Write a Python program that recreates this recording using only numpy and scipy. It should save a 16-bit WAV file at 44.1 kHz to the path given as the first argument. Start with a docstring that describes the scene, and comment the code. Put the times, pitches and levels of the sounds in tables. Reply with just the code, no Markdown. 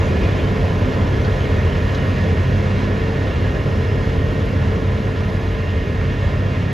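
"""A road milling machine strips asphalt across a city street, loading a tipper truck, heard by two microphones.
From the start the drum rumbles and grinds, crumbs rattle up the conveyor, and diesel and pumps sound at
multiples of one crankshaft speed. Squeaks come at once and at 1.2 s, chunks strike the truck's bed from 1.1 to 2 s,
grit gusts at 2 and 5.3 s; the cut eases, most after 4.7 s. Noises are shaped impacts and hiss; hums are wavering
sines; the street is a diffuse field that differs between the microphones."""
import sys
import numpy as np
from scipy import signal
from scipy.fft import rfft, irfft
from scipy.io import wavfile
from scipy.ndimage import uniform_filter1d

SR = 44100
rng = np.random.default_rng(int(sys.argv[2]) if len(sys.argv) > 2 else 0)


def transcribe(signal):
    """Save signal, clipped to [-1, 1], as a 16-bit WAV file at the path in sys.argv[1]."""
    frames = np.atleast_2d(signal).T
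    limited = np.clip(frames, -1, 1)
    pcm = np.round(limited * 32767).astype(np.int16)
    wavfile.write(sys.argv[1], SR, pcm)


N = 296787
T = np.arange(N) / SR
HZ = np.fft.rfftfreq(N, 1 / SR)


def gain_of(db):
    """Decibels to amplitude."""
    return 10 ** (np.asarray(db) / 20)


def evened(x):
    """Scales to rms 1."""
    return x / np.sqrt(np.mean(x ** 2) + 1e-20)


def read(points, hz):
    """A table's value on a log-frequency axis."""
    f, value = np.transpose(points)
    return np.interp(np.log(hz + 1), np.log(f + 1), value)


def curve(rows):
    """A timed table's value, sample by sample."""
    s, value = np.transpose(rows)
    return np.interp(T, s, value)


def drift(per_s):
    """Slow chance of rms 1, with changes up to about the given rate."""
    coarse_sr, coarse_n = 500, 4096
    lowpass = np.exp(-(np.fft.rfftfreq(coarse_n, 1 / coarse_sr) / per_s) ** 2)
    coarse = irfft(rfft(rng.standard_normal(coarse_n)) * lowpass)
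    return np.interp(T, np.arange(coarse_n) / coarse_sr, evened(coarse))


def ports(hz):
    """Complex gain of the left and right microphone for sound from the machine."""
    # phase by which left leads right: (frequency [Hz], lead [rad])
    lead = [(40, 0), (100, -.11), (430, -.2), (520, -.55), (880, -1), (1040, -.25), (1250, -1.5),
            (1460, -2.2), (1630, -3.4), (1700, -5.75), (1900, -5.95), (2400, -6.28), (6600, -6.32),
            (7000, -7.6), (8200, -9.3), (8900, -9.55), (11000, -12.5), (13200, -12.7), (14500, -15.3)]
    # left minus right: (frequency [Hz], level [dB])
    balance = [(35, .1), (60, -.1), (95, -.5), (150, -1.7), (255, -2.3), (370, 3.2), (520, -.6),
               (700, -2.6), (820, 3.5), (930, -1), (1070, .8), (1300, .5), (1550, -4), (1730, -6),
               (2050, -4), (2500, -1), (3200, 0)]
    half = gain_of(read(balance, hz) / 2) * np.exp(.5j * read(lead, hz))
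    return np.array([half, 1 / half])


def heard(pair, colour_db):
    """Colours two unrelated noises: one reaches both microphones, the other is the street's diffuse field."""
    # similarity of the two microphones: (frequency [Hz], likeness [0-1])
    likeness = [(35, .998), (60, .99), (110, .985), (175, .982), (260, .82), (340, .72), (520, .88),
                (780, .55), (1030, .78), (1350, .4), (1630, .45), (1720, .93), (2000, .92), (2400, .992),
                (3300, .9998), (6500, .998), (7200, .8), (8500, .995), (10000, .7), (11500, .998),
                (13000, .97), (14000, .5)]
    shared, diffuse = rfft(pair, axis=1) * gain_of(colour_db)
    same = read(likeness, HZ)
    opposite = np.array([[1], [-1]])
    both = np.sqrt(1 + same) * shared + opposite * np.sqrt(1 - same) * diffuse
    out = irfft(both * ports(HZ), N, axis=1)
    return out / out.mean(0).std()


def tone(hz, db, waver, waver_per_s):
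    """A machine line; paths through moving air make its strength and phase waver."""
    wander = drift(waver_per_s) + 1j * drift(waver_per_s)
    fading = (1 + waver * wander) / np.sqrt(1 + 2 * waver ** 2)
    turns = np.cumsum(hz * np.ones(N)) / SR + rng.random()
    stereo = ports(np.mean(hz))[:, None] * fading * np.exp(2j * np.pi * turns)
    return np.sqrt(2) * gain_of(db) * stereo.real


def strikes(per_s, spread_db):
    """Two random trains of tiny impacts of uneven size."""
    size = gain_of(spread_db * np.minimum(rng.exponential(1, (2, N)), 4))
    sign = rng.choice([-1, 1], (2, N))
    return evened(size * sign * (rng.random((2, N)) < per_s / SR))


def clumped(pair, depth_db):
    """Stones come in clumps of one size, so patches of the spectrum swell and fade briefly."""
    z = signal.stft(pair, nperseg=512)[2]
    patches = uniform_filter1d(rng.standard_normal(z.shape[1:]), size=4, axis=0)
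    patches = uniform_filter1d(patches, size=7, axis=1)
    return signal.istft(z * gain_of(depth_db * evened(patches)), nperseg=512)[1][:, :N]


def peaks_and_notches(bands):
    """Gain in dB at each frequency from a set of narrow peaks and notches."""
    return sum(db / (1 + (2 * (HZ - hz) / width_hz) ** 2) for hz, width_hz, db in bands)


def loaded(level, load_db):
    """Level in dB of a noise that follows a load curve and surges as the asphalt breaks unevenly."""
    surges_per_s = 4.2
    db, follow, surge_db = level
    return db + follow * load_db + surge_db * drift(surges_per_s)


def hums(load_db, follow=0.61):
    """Exhaust drone and fan hold pitch but swell and fade; other hums grow louder under load."""
    drone_hz, fan_hz = 97.0, 446.5
    # exhaust drone: (time [s], level [dB])
    drone_db = [(0, -24), (1.1, -24), (1.58, -22), (1.82, -22), (2, -23.5), (2.9, -23.5), (3.2, -24.5),
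                (3.5, -29), (3.75, -22), (4.05, -25), (4.6, -22.5), (5.5, -25), (5.7, -28.5), (6.5, -22.5)]
    # cooling fan: (time [s], level [dB])
    fan_db = [(0, -34), (.25, -32), (1.1, -36.5), (1.35, -34.5), (2.3, -33), (2.7, -45), (2.93, -38),
              (3.08, -30), (3.3, -38), (3.44, -39), (3.75, -34), (5.3, -33.5), (5.5, -33.5), (6.1, -37),
              (6.35, -41), (6.55, -39)]
    # conveyor drive at the usual load: (frequency [Hz], level [dB])
    belt_line = (131.25, -28.5)
    # truck and lesser drives at the usual load: (frequency [Hz], level [dB])
    lesser_lines = [(40.4, -33.5), (81.2, -30.5), (89.1, -36), (121.5, -42), (145.3, -39), (203.3, -40),
                    (304.3, -45), (332.5, -47), (383, -47), (403, -46), (477.5, -51), (594, -54),
                    (608.6, -47.5), (892.7, -58)]
    drone = tone(drone_hz, curve(drone_db), waver=0.086, waver_per_s=17)
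    fan = tone(fan_hz, curve(fan_db), waver=0.26, waver_per_s=8.0)
    belt = tone(*belt_line, waver=0.22, waver_per_s=1.46)
    lesser = sum(tone(hz, db, waver=0.23, waver_per_s=2.4) for hz, db in lesser_lines)
    return drone + fan + (belt + lesser) * gain_of(follow * load_db)


def engine(crank_hz, whine_db, load_db, follow=0.56):
    """Diesel orders swell with the load; second firing harmonic and pump whine follow level curves; one shaft."""
    # diesel and its gears at the usual load: (multiple of crankshaft speed [-], level [dB])
    diesel_orders = [(1.5, -36), (2, -34.5), (2.5, -36.5), (3, -34.5), (4, -37.5), (5, -37), (5.5, -42.5),
                     (6.5, -48), (7, -46), (7.5, -42.5), (8, -40.5), (10, -48), (11, -52), (12, -45.5),
                     (12.5, -47.5), (14, -53), (15, -45.5), (15.5, -47.5), (16, -50.5), (17, -47),
                     (20, -51), (29, -51.5)]
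    # hydraulic pumps: (multiple of crankshaft speed [-], level against the whine [dB])
    pump_orders = [(18, -1), (36, -9), (54, -1), (72, -14), (81, -12.5), (108, -19), (125, -21.5)]
    # second firing harmonic near 206 Hz, swelling and fading as it beats with a nearby hum: (time [s], level [dB])
    harmonic_db = [(0, -39), (.9, -34.5), (1.6, -47), (2.15, -32.5), (2.55, -36), (2.8, -27.5), (3.2, -44),
                   (3.8, -32), (4.4, -37), (4.9, -32), (5.4, -40.5), (6.73, -46)]
    harmonic_order = 6
    diesel = sum(tone(order * crank_hz, db + follow * load_db, waver=0.53, waver_per_s=3.65)
                 for order, db in diesel_orders)
    harmonic = tone(harmonic_order * crank_hz, curve(harmonic_db), waver=0.2, waver_per_s=5.7)
    pumps = sum(tone(order * crank_hz, whine_db + db, waver=0.13, waver_per_s=7.9)
                for order, db in pump_orders)
    return diesel + harmonic + pumps


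def squeaks():
    """Metal rubs on metal: each high tone holds for a moment and dies."""
    # brief squeaks: (start [s], hold [s], frequency [Hz], level during hold [dB])
    squeak_rows = [(0, .065, 6895, -53), (.072, .025, 10300, -65), (.08, .03, 4750, -52),
                   (1.21, .02, 5900, -54)]
    fade_db_per_s = 700
    out = 0
    for s, hold_s, hz, db in squeak_rows:
        level_db = db - fade_db_per_s * np.maximum(T - s - hold_s, 0)
        out = out + (T >= s) * tone(hz, level_db, waver=0.27, waver_per_s=60)
    return out


def chunks():
    """Larger chunks strike the truck's bed: each a noisy crack, a short ring and a faint tail from the street."""
    # (time [s], crack level [dB], ring and crack centre [Hz], ring level [dB], ring t60 [s])
    chunk_rows = [(1.069, -45, 5500, -52, .02), (1.075, -42, 3400, -50, .02), (1.245, -38, 3400, -48, .03),
                  (1.248, -38.5, 4280, -35, .08), (1.946, -38, 5200, -48, .03),
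                  (1.948, -36, 3700, -43, .04)]
    # crack: (t60 [s], street tail t60 [s], tail against crack [dB], spectral spread [octaves])
    crack_t60, tail_t60, tail_db, octaves = (.035, .14, -13, .3)
    rise_s = .0004
    out, age, bins = np.zeros(N), np.arange(8192) / SR, np.fft.rfftfreq(8192, 1 / SR)
    for s, db, hz, ring_db, t60 in chunk_rows:
        band = np.exp(-(np.log2((bins + 1) / hz) / octaves) ** 2)
        shards = evened(irfft(rfft(rng.choice([-1., 1.], len(age))) * band))
        crack, ring, tail = (np.exp(-np.log(1000) * age / decay) for decay in (crack_t60, t60, tail_t60))
        fade = crack + gain_of(tail_db) * tail
        # same energy for every random draw
        burst = shards * fade * np.linalg.norm(fade) / np.linalg.norm(shards * fade)
        hit = gain_of(db) * burst + gain_of(ring_db) * ring * np.sin(2 * np.pi * hz * age)
        out[round(s * SR):][:len(age)] += (1 - np.exp(-age / rise_s)) * hit
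    return out


def spray(load_db):
    """Fine grit hisses off the end of the belt, now and then in a gust."""
    # hiss colour: (frequency [Hz], relative density [dB per Hz])
    spray_colour = [(3000, 4), (7000, -11), (9500, 12), (11200, 5), (13000, 4), (14400, -1.5)]
    # (level at the usual load [dB], follow [dB per dB of load], surges [dB rms])
    spray_level = (-63.5, 1.1, .4)
    # gusts: (peak time [s], half length to 1/e of the lift [s], lift [dB])
    gusts = [(2.02, .15, 2), (5.33, .15, 4)]
    hiss = heard(clumped(rng.standard_normal((2, N)), depth_db=1.0), read(spray_colour, HZ))
    gust_db = sum(db * np.exp(-((T - s) / length_s) ** 2) for s, length_s, db in gusts)
    return hiss * gain_of(loaded(spray_level, load_db) + gust_db)


def rubs(rough=0.91):
    """Slabs and stones rub on hood and conveyor: each swells and fades as a rough tone, a groan or a rasp."""
    # (peak time [s], half length to 1/e [s], resonance [Hz], width as waver rate [Hz], level at peak [dB])
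    rub_rows = [(.19, 0.12, 385, 50, -30.5), (.27, 0.23, 2460, 90, -43), (.43, 0.087, 3080, 170, -45),
                (.68, .06, 720, 45, -34), (.71, .06, 3000, 150, -46), (.88, 0.058, 255.6, 35, -27),
                (.98, .06, 672, 40, -34), (1.11, .07, 380, 35, -33), (1.42, .04, 3050, 170, -45),
                (1.53, .06, 400, 45, -34), (1.75, .07, 3000, 170, -43.5), (2, .09, 2980, 170, -44),
                (3.32, .12, 700, 35, -43), (3.85, 0.36, 5170, 200, -57), (5.315, .07, 640, 60, -35),
                (5.66, .08, 2780, 240, -46), (6.24, 0.037, 560, 35, -32), (6.25, .06, 1095, 200, -42.5)]
    return sum(np.exp(-((T - s) / length_s) ** 2) * tone(hz, db, waver=rough, waver_per_s=width_hz)
               for s, length_s, hz, width_hz, db in rub_rows)


def scrape(patchy_db=1.0):
    """Broken slabs scrape along the hood: dense impacts, coloured and patchy."""
    # (frequency [Hz], relative density [dB per Hz])
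    scrape_colour = [(400, -16.5), (630, 6.5), (760, 2.5), (840, 0.5), (1030, 4.5), (1180, -0.5), (1400, 3),
                     (1560, 2), (1640, -8), (3000, -70)]
    # (usual level [dB], follow [dB per dB of scraping], surges [dB rms])
    scrape_level = (-35, 0.71, .25)
    # strength against the usual: (time [s], level [dB])
    scraping_db = [(0, 3), (1.3, 1.9), (2.1, 1.5), (3.3, 0), (4.5, -1.7), (5.05, -1.5), (5.35, -2),
                   (5.8, -3.5), (6.4, -1), (6.73, -4)]
    slabs = clumped(strikes(per_s=4000, spread_db=1.64), patchy_db)
    return heard(slabs, read(scrape_colour, HZ)) * gain_of(loaded(scrape_level, curve(scraping_db)))


def pings(per_s, low_hz, high_hz, t60, bunching):
    """Two trains of stones that come in bunches, each ringing briefly at a pitch of its own."""
    out, age = np.zeros((2, N + 2048)), np.arange(2048) / SR
    busy = np.cumsum(np.exp(bunching * drift(18)))
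    when, pitch, size, phase, side = rng.random((int(per_s * N / SR), 5)).T
    starts = np.searchsorted(busy, when * busy[-1])
    fade = np.exp(-np.log(1000) * age / t60)
    pitch_hz = low_hz + (high_hz - low_hz) * pitch
    for at, hz, strength, turn, train in zip(starts, pitch_hz, size, phase, side):
        out[int(2 * train), at:at + len(age)] += strength * fade * np.sin(2 * np.pi * (hz * age + turn))
    return evened(out[:, :N])


def conveyor(flow_db, crank_hz, knock_depth=0.065, patchy_db=0.5, ring_db=-6):
    """Crumbs rattle and ping on steel, mixed with diesel knock at three firings a turn."""
    # (frequency [Hz], relative density [dB per Hz])
    rattle_colour = [(900, -48), (1600, -3.5), (1750, 0), (1960, -1), (2150, 1.5), (2550, -8), (2800, -3.5),
                     (3100, -8.5), (3600, -11), (4000, -11.5), (4550, -17.5), (6500, -20.5), (8000, -24.5),
                     (11000, -97)]
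    # narrow peaks and notches of drum housing and conveyor: (frequency [Hz], width [Hz], gain [dB, negative cuts])
    panels = [(1640, 15, -11), (1664, 36, 9.5), (1716, 58, 5), (1850, 63, 3.5), (2498, 82, 6),
              (2673, 110, 4), (3326, 280, 4), (4950, 850, 3.5)]
    # (level at the usual flow [dB], follow [dB per dB of flow], surges [dB rms])
    rattle_level = (-35.5, 0.84, 0.41)
    firing = np.cos(2 * np.pi * 3 * np.cumsum(crank_hz) / SR)
    knock = 2.46 * rng.standard_normal((2, N)) * (1 + knock_depth * firing)
    crumbs = strikes(per_s=3500, spread_db=1.0) + knock
    stones = gain_of(ring_db) * pings(700, low_hz=2702, high_hz=7540, t60=0.13, bunching=.3)
    rattle = heard(clumped(crumbs + stones, patchy_db), read(rattle_colour, HZ) + peaks_and_notches(panels))
    return rattle * gain_of(loaded(rattle_level, flow_db))


def brightened(x):
    """Lifts or lowers the treble by its level curve."""
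    # treble gain: (time [s], level [dB])
    treble_db = [(0, 0.9), (1.1, 0.8), (2.2, 0), (3.2, 0), (4.3, 0), (5.3, -.2), (5.85, -2), (6.3, -0.9),
                 (6.73, -1.7)]
    treble_hz = 3400
    highpass = signal.butter(2, treble_hz, "high", fs=SR, output="sos")
    treble = signal.sosfiltfilt(highpass, x)
    return x + treble * (gain_of(curve(treble_db)) - 1)


def drum(load_db):
    """Picks tear the asphalt: dense blows make low and body rumble, and crushed stone grinds under the hood."""
    # colours of low rumble, body rumble and grind: (frequency [Hz], relative density [dB per Hz])
    low_colour = [(18, -40), (31, -26), (42, -20), (47, 2), (60, -1.5), (66, -3.5), (76, 1.5), (90, 3.5),
                  (104, -6), (115, -20), (200, -64)]
    rumble_colour = [(70, -24), (112, -8.5), (140, -6.5), (165, -7.5), (187, -5.5), (220, -10), (265, -9.5),
                     (310, -25), (420, -47), (800, -88)]
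    grind_colour = [(130, -15), (270, -4.5), (340, -1), (400, 0.5), (520, -0.5), (600, -5.5), (720, -13.5),
                    (900, -24.5), (1680, -50), (3000, -82)]
    # (usual level [dB], follow [dB per dB of swell or load], surges [dB rms])
    low_level = (-24, 0.67, 0.17)
    rumble_level = (-27, 0.81, 0.27)
    grind_level = (-30, 1.25, 0.33)
    # uneven swell of the low rumble: (time [s], level [dB])
    swell_db = [(0, -1), (.3, 6.5), (.6, -1), (1.4, 3), (2.15, 1), (2.6, 2), (3.2, -6), (3.5, 1.5),
                (4, -1.5), (4.4, 1.5), (5.1, -4.5), (5.8, 2), (6.25, 1.5), (6.73, -8)]
    # narrow peaks and notches of the hood: (frequency [Hz], width [Hz], gain [dB, negative cuts])
    hood = [(336, 21, 0), (412, 10, 2.5), (523, 5.9, 4.5), (645, 26, -3.5)]
    low_rumble = heard(strikes(per_s=900, spread_db=1.2), read(low_colour, HZ))
    low_rumble = low_rumble * gain_of(loaded(low_level, curve(swell_db)))
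    rumble = heard(strikes(per_s=2500, spread_db=1.54), read(rumble_colour, HZ))
    rumble = rumble * gain_of(loaded(rumble_level, load_db))
    stones = clumped(strikes(per_s=6000, spread_db=2.5), depth_db=0.5)
    grind = heard(stones, read(grind_colour, HZ) + peaks_and_notches(hood))
    grind = grind * gain_of(loaded(grind_level, load_db))
    return low_rumble + rumble + grind


def scene(clatter_db=0.33, clatter_per_s=35):
    """The whole machine at work; broken asphalt moves in quick spurts that scrape and rattle together."""
    # crankshaft speed: (time [s], speed [turns per s])
    crank_rows = [(0, 34.2), (.8, 34.26), (1.2, 34.63), (1.5, 34.44), (2.5, 34.37), (3.15, 34.15),
                  (3.85, 34.56), (4.75, 34.33), (5.1, 34.46), (5.7, 34.35), (6.2, 33.97), (6.73, 34.1)]
    # hydraulic pump whine: (time [s], level [dB])
    whine_rows = [(0, -47), (1.1, -45.5), (1.6, -40), (2.3, -41), (2.85, -46), (3.4, -40.5), (4.3, -44.5),
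                  (5, -47), (5.55, -43), (6.73, -41.5)]
    # strength of the cut against the usual load: (time [s], level [dB])
    load_rows = [(0, 2), (1.4, 1.5), (2.6, 0.8), (4.7, 0.2), (5.6, -2.5), (6.73, -1.8)]
    # crumbs up the conveyor against the usual flow: (time [s], level [dB])
    flow_rows = [(0, 2), (.7, 0.4), (2.2, 1.7), (3.7, -0.5), (4.7, -.7), (5.1, -2), (5.9, -1), (6.5, 0)]
    hunt_hz, hunt_per_s = .025, 6  # the governor hunts slightly: rms turns per s, changes per s
    crank_hz, whine_db, load_db, flow_db = map(curve, (crank_rows, whine_rows, load_rows, flow_rows))
    crank_hz = crank_hz + hunt_hz * drift(hunt_per_s)
    machinery = engine(crank_hz, whine_db, load_db) + hums(load_db) + squeaks()
    spurts = gain_of(clatter_db * drift(clatter_per_s))
    debris = (scrape() + brightened(conveyor(flow_db, crank_hz))) * spurts
    return machinery + drum(load_db) + debris + rubs() + spray(load_db) + chunks()


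def record(dry):
    """The recorder's band limit: a steep linear-phase low-pass."""
    edge_hz = 14450
    lowpass = signal.firwin(511, edge_hz, window=("kaiser", 9), fs=SR)
    return signal.oaconvolve(dry, lowpass[None], "same", axes=1)


dry = scene()
out = record(dry)
transcribe(out)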